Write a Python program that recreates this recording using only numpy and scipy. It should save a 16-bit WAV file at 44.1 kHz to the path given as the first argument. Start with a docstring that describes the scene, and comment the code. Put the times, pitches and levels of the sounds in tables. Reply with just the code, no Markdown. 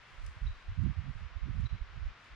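"""Wind on a microphone among conifers

Gusts carry eddies past the two ports of a microphone, mostly the right one: low, irregular rumbles.
Behind them wind hisses steadily in tall conifers and nearer needles brush in soft, sizzling swells.
A few dry twigs or bits of bark tick, and a small bird chips twice among the trunks."""
import sys
import numpy as np
from scipy import signal
from scipy.fft import rfft, irfft, next_fast_len
from scipy.io import wavfile
from scipy.ndimage import uniform_filter1d, map_coordinates

SR = 44100
rng = np.random.default_rng(int(sys.argv[2]) if len(sys.argv) > 2 else 0)


def persist_wave(psi):
    """Save psi, clipped to +-1, as 16-bit WAV."""
    counts = np.round(np.clip(psi, -1, 1) * 32767).astype(np.int16)
    wavfile.write(sys.argv[1], SR, np.atleast_2d(counts).T)


N = 103635

# Spectrum of needle sizzle and twig crackle. Each row: frequency in Hz, relative density in dB.
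CRACKLE_SPECTRUM = [(1500, -12), (4000, 5), (6500, 4), (9000, -3.5), (12000, -12.5), (13200, -21),
                    (14200, -31)]


def amp(db):
    """Decibels to gain."""
    return 10 ** (np.asarray(db) / 20)


def unit(x):
    """Scale to rms 1."""
    return x / np.sqrt(np.mean(x ** 2) + 1e-20)


def along(points, hz):
    """Interpolate (Hz, value) points on a log frequency axis."""
    knots_hz, values = np.transpose(points)
    return np.interp(np.log(hz + 1), np.log(knots_hz + 1), values)


def curve(points):
    """Interpolate (seconds, value) points at every sample."""
    return np.interp(np.arange(N) / SR, *np.transpose(points))


def wobble(rate_hz):
    """Smooth random curve, rate_hz knots a second."""
    knots = rng.standard_normal(int(N * rate_hz / SR) + 4)
    return map_coordinates(knots, [np.arange(N) * rate_hz / SR])


def filtered(x, response):
    """Zero-phase filter with gain response(hz)."""
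    size = next_fast_len(N + SR // 2)
    return irfft(rfft(x, size) * response(np.fft.rfftfreq(size, 1 / SR)), size)[..., :N]


def noise(spectrum):
    """Two independent coloured noises of rms 1."""
    return unit(filtered(rng.standard_normal((2, N)), lambda hz: amp(along(spectrum, hz))))


def panned(pan_db):
    """Stereo gains of mean power 1; pan is left minus right."""
    gains = amp(np.array([[.5], [-.5]]) * pan_db)
    return gains / np.sqrt(np.mean(gains ** 2, axis=0))


def forest_echo(x, t60_s=.48, build_s=.015):
    """Trunks scatter sound into a diffuse tail that builds, then dies away."""
    t = np.arange(SR // 2) / SR
    tail = rng.standard_normal((2, len(t))) * amp(-60 * t / t60_s) * (1 - np.exp(-t / build_s))
    return signal.fftconvolve(x.mean(axis=0)[None], tail / np.linalg.norm(tail[0]), axes=1)[:, :N]


def conifers(level_db=-57.5, waver_db=.3):
    """Wind in the crowns: a steady, slightly wavering rush, wider in the treble."""
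    # Each row: frequency in Hz, relative density in dB.
    spectrum = [(25, -8), (100, 3), (250, -9), (450, -9), (700, -6.5), (880, -7), (1050, -1), (1500, -1),
                (2100, -2.5), (3000, -7.5), (3700, -11.5), (4200, -14.5), (5200, -17.5), (7000, -28),
                (9000, -41.5), (14000, -70)]
    # Each row: frequency in Hz, left-right correlation.
    correlation = [(100, 0.93), (500, 0.69), (1200, 0.79), (2500, 0.65), (4500, 0.38), (9000, 0.11)]
    # Each row: frequency in Hz, pan in dB.
    pans = [(300, -2), (700, -1), (1400, 1.3), (2800, 3.5), (5000, -0.5), (9000, 1)]

    def mid_side_gains(hz):
        angle = np.arccos(along(correlation, hz)) / 2
        return np.array([np.cos(angle), np.sin(angle)])

    mid, side = filtered(noise(spectrum), mid_side_gains)
    crowns = unit(np.array([mid + side, mid - side])) * amp(level_db + waver_db * wobble(rate_hz=14))
    return filtered(crowns, lambda hz: panned(along(pans, hz)))


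def needles(floor_db=-100.5, grain_db=3):
    """Needles on nearby branches brush together in soft, grainy swells."""
    # Each row: peak time in seconds, level in dB, width in seconds.
    rustles = [(.15, -75.5, .13), (.265, -70.5, 0.039), (.39, -78, 0.14), (0.619, -80, 0.087),
               (.81, -78.5, .05), (.97, -83, .05), (1.17, -79.5, .07), (1.6, -78, .06), (1.92, -88, 0.072),
               (2.249, -78, 0.069)]
    t = np.arange(N) / SR
    power = sum(amp(db) ** 2 * np.exp(-((t - peak_s) / width_s) ** 2) for peak_s, db, width_s in rustles)
    grain = amp(grain_db * np.array([wobble(rate_hz=600) for _ in range(2)]))
    return np.sqrt(amp(floor_db) ** 2 + power) * unit(noise(CRACKLE_SPECTRUM) * grain)


def twigs(hold_s=.001, crackle_t60_s=.019, echo_db=-10.5):
    """Dry twigs tick: milliseconds of crackle plus the ring of the wood."""
    # Each row: start in seconds, crackle level in dB, pan in dB, ring level in dB.
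    ticks = [(0.264, -57.5, 15, -53), (.835, -67.5, 4.5, -82), (1.146, -75, -7, -99), (1.607, -67, 8, -86),
             (2.242, -69, 10, -87.5)]
    # Each row: frequency in Hz, dB relative to the ring level, T60 in seconds.
    modes = [(5170, -6, 0.028), (8770, -5.5, 0.016), (9000, -6.5, .016)]
    direct = np.zeros((2, N))
    for start_s, crackle_db, pan_db, ring_db in ticks:
        t = np.arange(N) / SR - start_s
        decay_s = np.maximum(t - hold_s, 0)
        crackle = noise(CRACKLE_SPECTRUM) * amp(crackle_db - 60 * decay_s / crackle_t60_s)
        ring = sum(amp(ring_db + db - 60 * decay_s / t60_s) * np.sin(2 * np.pi * hz * t)
                   for hz, db, t60_s in modes)
        direct += (crackle + ring) * (t > 0) * panned(pan_db)
    return direct + amp(echo_db) * forest_echo(direct)


def whistle(progress, hz):
    """Pure tone on a pitch curve, swelling and fading as progress runs from 0 to 1."""
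    return np.sin(2 * np.pi * np.cumsum(hz) / SR) * np.sin(np.pi * progress)


def bird(note_s=.021, arch_hz=495, lead_s=.022, lead_db=-19.5):
    """Each chip: a thin rising slide, then a short arched note, echoed by the trunks."""
    # Each row: note start in seconds, level in dB, top pitch of the note in Hz.
    chips = [(.4630, -55.5, 3925), (1.6537, -54, 4000)]
    lead_from_hz, lead_to_hz = 4200, 7200
    t, song = np.arange(N) / SR, np.zeros(N)
    for start_s, db, top_hz in chips:
        note_progress = np.clip((t - start_s) / note_s, 0, 1)
        note = whistle(note_progress, top_hz - arch_hz * (2 * note_progress - 1) ** 2)
        lead_progress = np.clip((t - start_s) / lead_s + 1, 0, 1)
        lead = whistle(lead_progress, lead_from_hz + (lead_to_hz - lead_from_hz) * lead_progress)
        song += amp(db) * np.sqrt(2) * (note + amp(lead_db) * lead)
    direct = song * panned(pan_db=10.5)
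    return direct + forest_echo(direct)


def eddies(speed, evenness=.35, mic_highpass_hz=30):
    """Frozen turbulence carried past one port: faster air makes faster pressure swings."""
    # Each row: frequency in Hz at speed 1, relative density in dB.
    spectrum = [(10, -14.5), (22, -4), (40, 1.5), (65, -1.5), (95, -4.5), (130, -11), (175, -19.5),
                (230, -30), (320, -49), (600, -93)]
    rumble_cutoff_hz = 223.4  # at speed 1; steep low-pass keeps the levelled rumble deep
    analytic = signal.hilbert(noise(spectrum)[0])
    pattern = analytic.real / (np.abs(analytic) + .3) ** evenness  # partly levels the envelope
    pattern = filtered(pattern, lambda hz: 1 / np.sqrt(1 + (hz / rumble_cutoff_hz) ** 16))
    pressure = map_coordinates(pattern, [np.cumsum(speed)], order=3, mode="mirror")
    return unit(filtered(pressure, lambda hz: hz ** 3 / np.sqrt(hz ** 6 + mic_highpass_hz ** 6)))


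def buffeting(gain_db=1.5, speed_jitter=.16, lee_speed_ratio=.93):
    """Gusts drive eddies onto both ports; the sheltered left one gets slower, mostly weaker air."""
    # Each row: time in seconds, level in dB before gain_db.
    gusts = [(0.0, -56.5), (0.06, -81), (0.17, -54), (0.19, -48), (0.26, -41.5), (0.33, -49), (0.35, -72),
             (0.37, -41), (0.4, -69), (0.42, -37), (0.51, -34.5), (0.52, -35), (0.55, -60), (0.58, -46),
             (0.61, -69), (0.69, -37), (0.71, -42), (0.73, -38.5), (0.76, -53), (0.78, -33), (0.8, -31.5),
             (0.83, -34), (0.86, -30.5), (0.91, -33.5), (0.94, -54), (0.99, -31), (1.03, -52), (1.1, -34),
             (1.13, -52.5), (1.16, -35.5), (1.18, -52.5), (1.2, -40.5), (1.31, -46.5), (1.36, -40),
             (1.37, -34), (1.4, -58), (1.43, -34.5), (1.48, -48), (1.5, -37.5), (1.58, -37.5), (1.6, -32),
             (1.67, -38), (1.69, -70.5), (1.73, -34), (1.75, -37.5), (1.78, -56.5), (1.82, -34.5),
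             (1.87, -51), (1.92, -53), (1.94, -45), (2.05, -36.5), (2.09, -37), (2.14, -69), (2.28, -74),
             (2.33, -46.5), (2.35, -51)]
    # Each row: time in seconds, relative air speed before jitter.
    air_speeds = [(0, 0.61), (.2, 0.67), (.28, 0.93), (.33, 0.58), (.37, 1.107), (.43, 0.9), (.5, .62),
                  (.58, .5), (.67, 0.45), (.71, 0.87), (.75, 0.57), (.79, 1.456), (.9, 1.31), (.95, 0.69),
                  (.99, 1.076), (1.04, 1.145), (1.09, 1.17), (1.15, 0.72), (1.23, 0.99), (1.29, 0.42),
                  (1.37, 0.52), (1.42, .6), (1.46, 1.44), (1.49, 1.81), (1.52, .85), (1.56, 1.204),
                  (1.61, 0.89), (1.66, 1.075), (1.7, 0.94), (1.74, 1.1), (1.8, 0.63), (1.93, 0.61),
                  (1.97, 1.02), (2.01, 0.46), (2.06, 0.83), (2.11, .45), (2.3, 0.65), (2.35, 0.85)]
    # Which port the wind hits. Each row: time in seconds, pan in dB.
    windward = [(0, 5.5), (.15, -6), (.25, -4), (.43, -10), (.5, -3.5), (.6, 1), (.69, -5), (.73, 5.5),
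                (.8, -29.5), (.95, -18.5), (1.1, -19.5), (1.35, -13.5), (1.6, -18.5), (1.75, -16),
                (1.88, -7), (1.98, -15), (2.05, -17), (2.085, 7), (2.2, 9), (2.33, -5)]
    speed = curve(air_speeds) * np.exp(speed_jitter * wobble(rate_hz=45))
    ports = np.array([eddies(lee_speed_ratio * speed), eddies(speed)])
    level_db = uniform_filter1d(curve(gusts), size=300) + gain_db
    return amp(level_db) * ports * panned(curve(windward))


def scene(dip_at_s=1.684, dip_width_s=.008, dip_db=-9):
    """Buffeting over the forest; the level of crowns and bird dips once, briefly."""
    t = np.arange(N) / SR
    dip = amp(dip_db * np.exp(-((t - dip_at_s) / dip_width_s) ** 2))
    return buffeting() + (conifers() + bird()) * dip + needles() + twigs()


def record(dry, cutoff_hz=14800):
    """Brick-wall low-pass."""
    return filtered(dry, lambda hz: hz < cutoff_hz)


dry = scene()
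out = record(dry)
persist_wave(out)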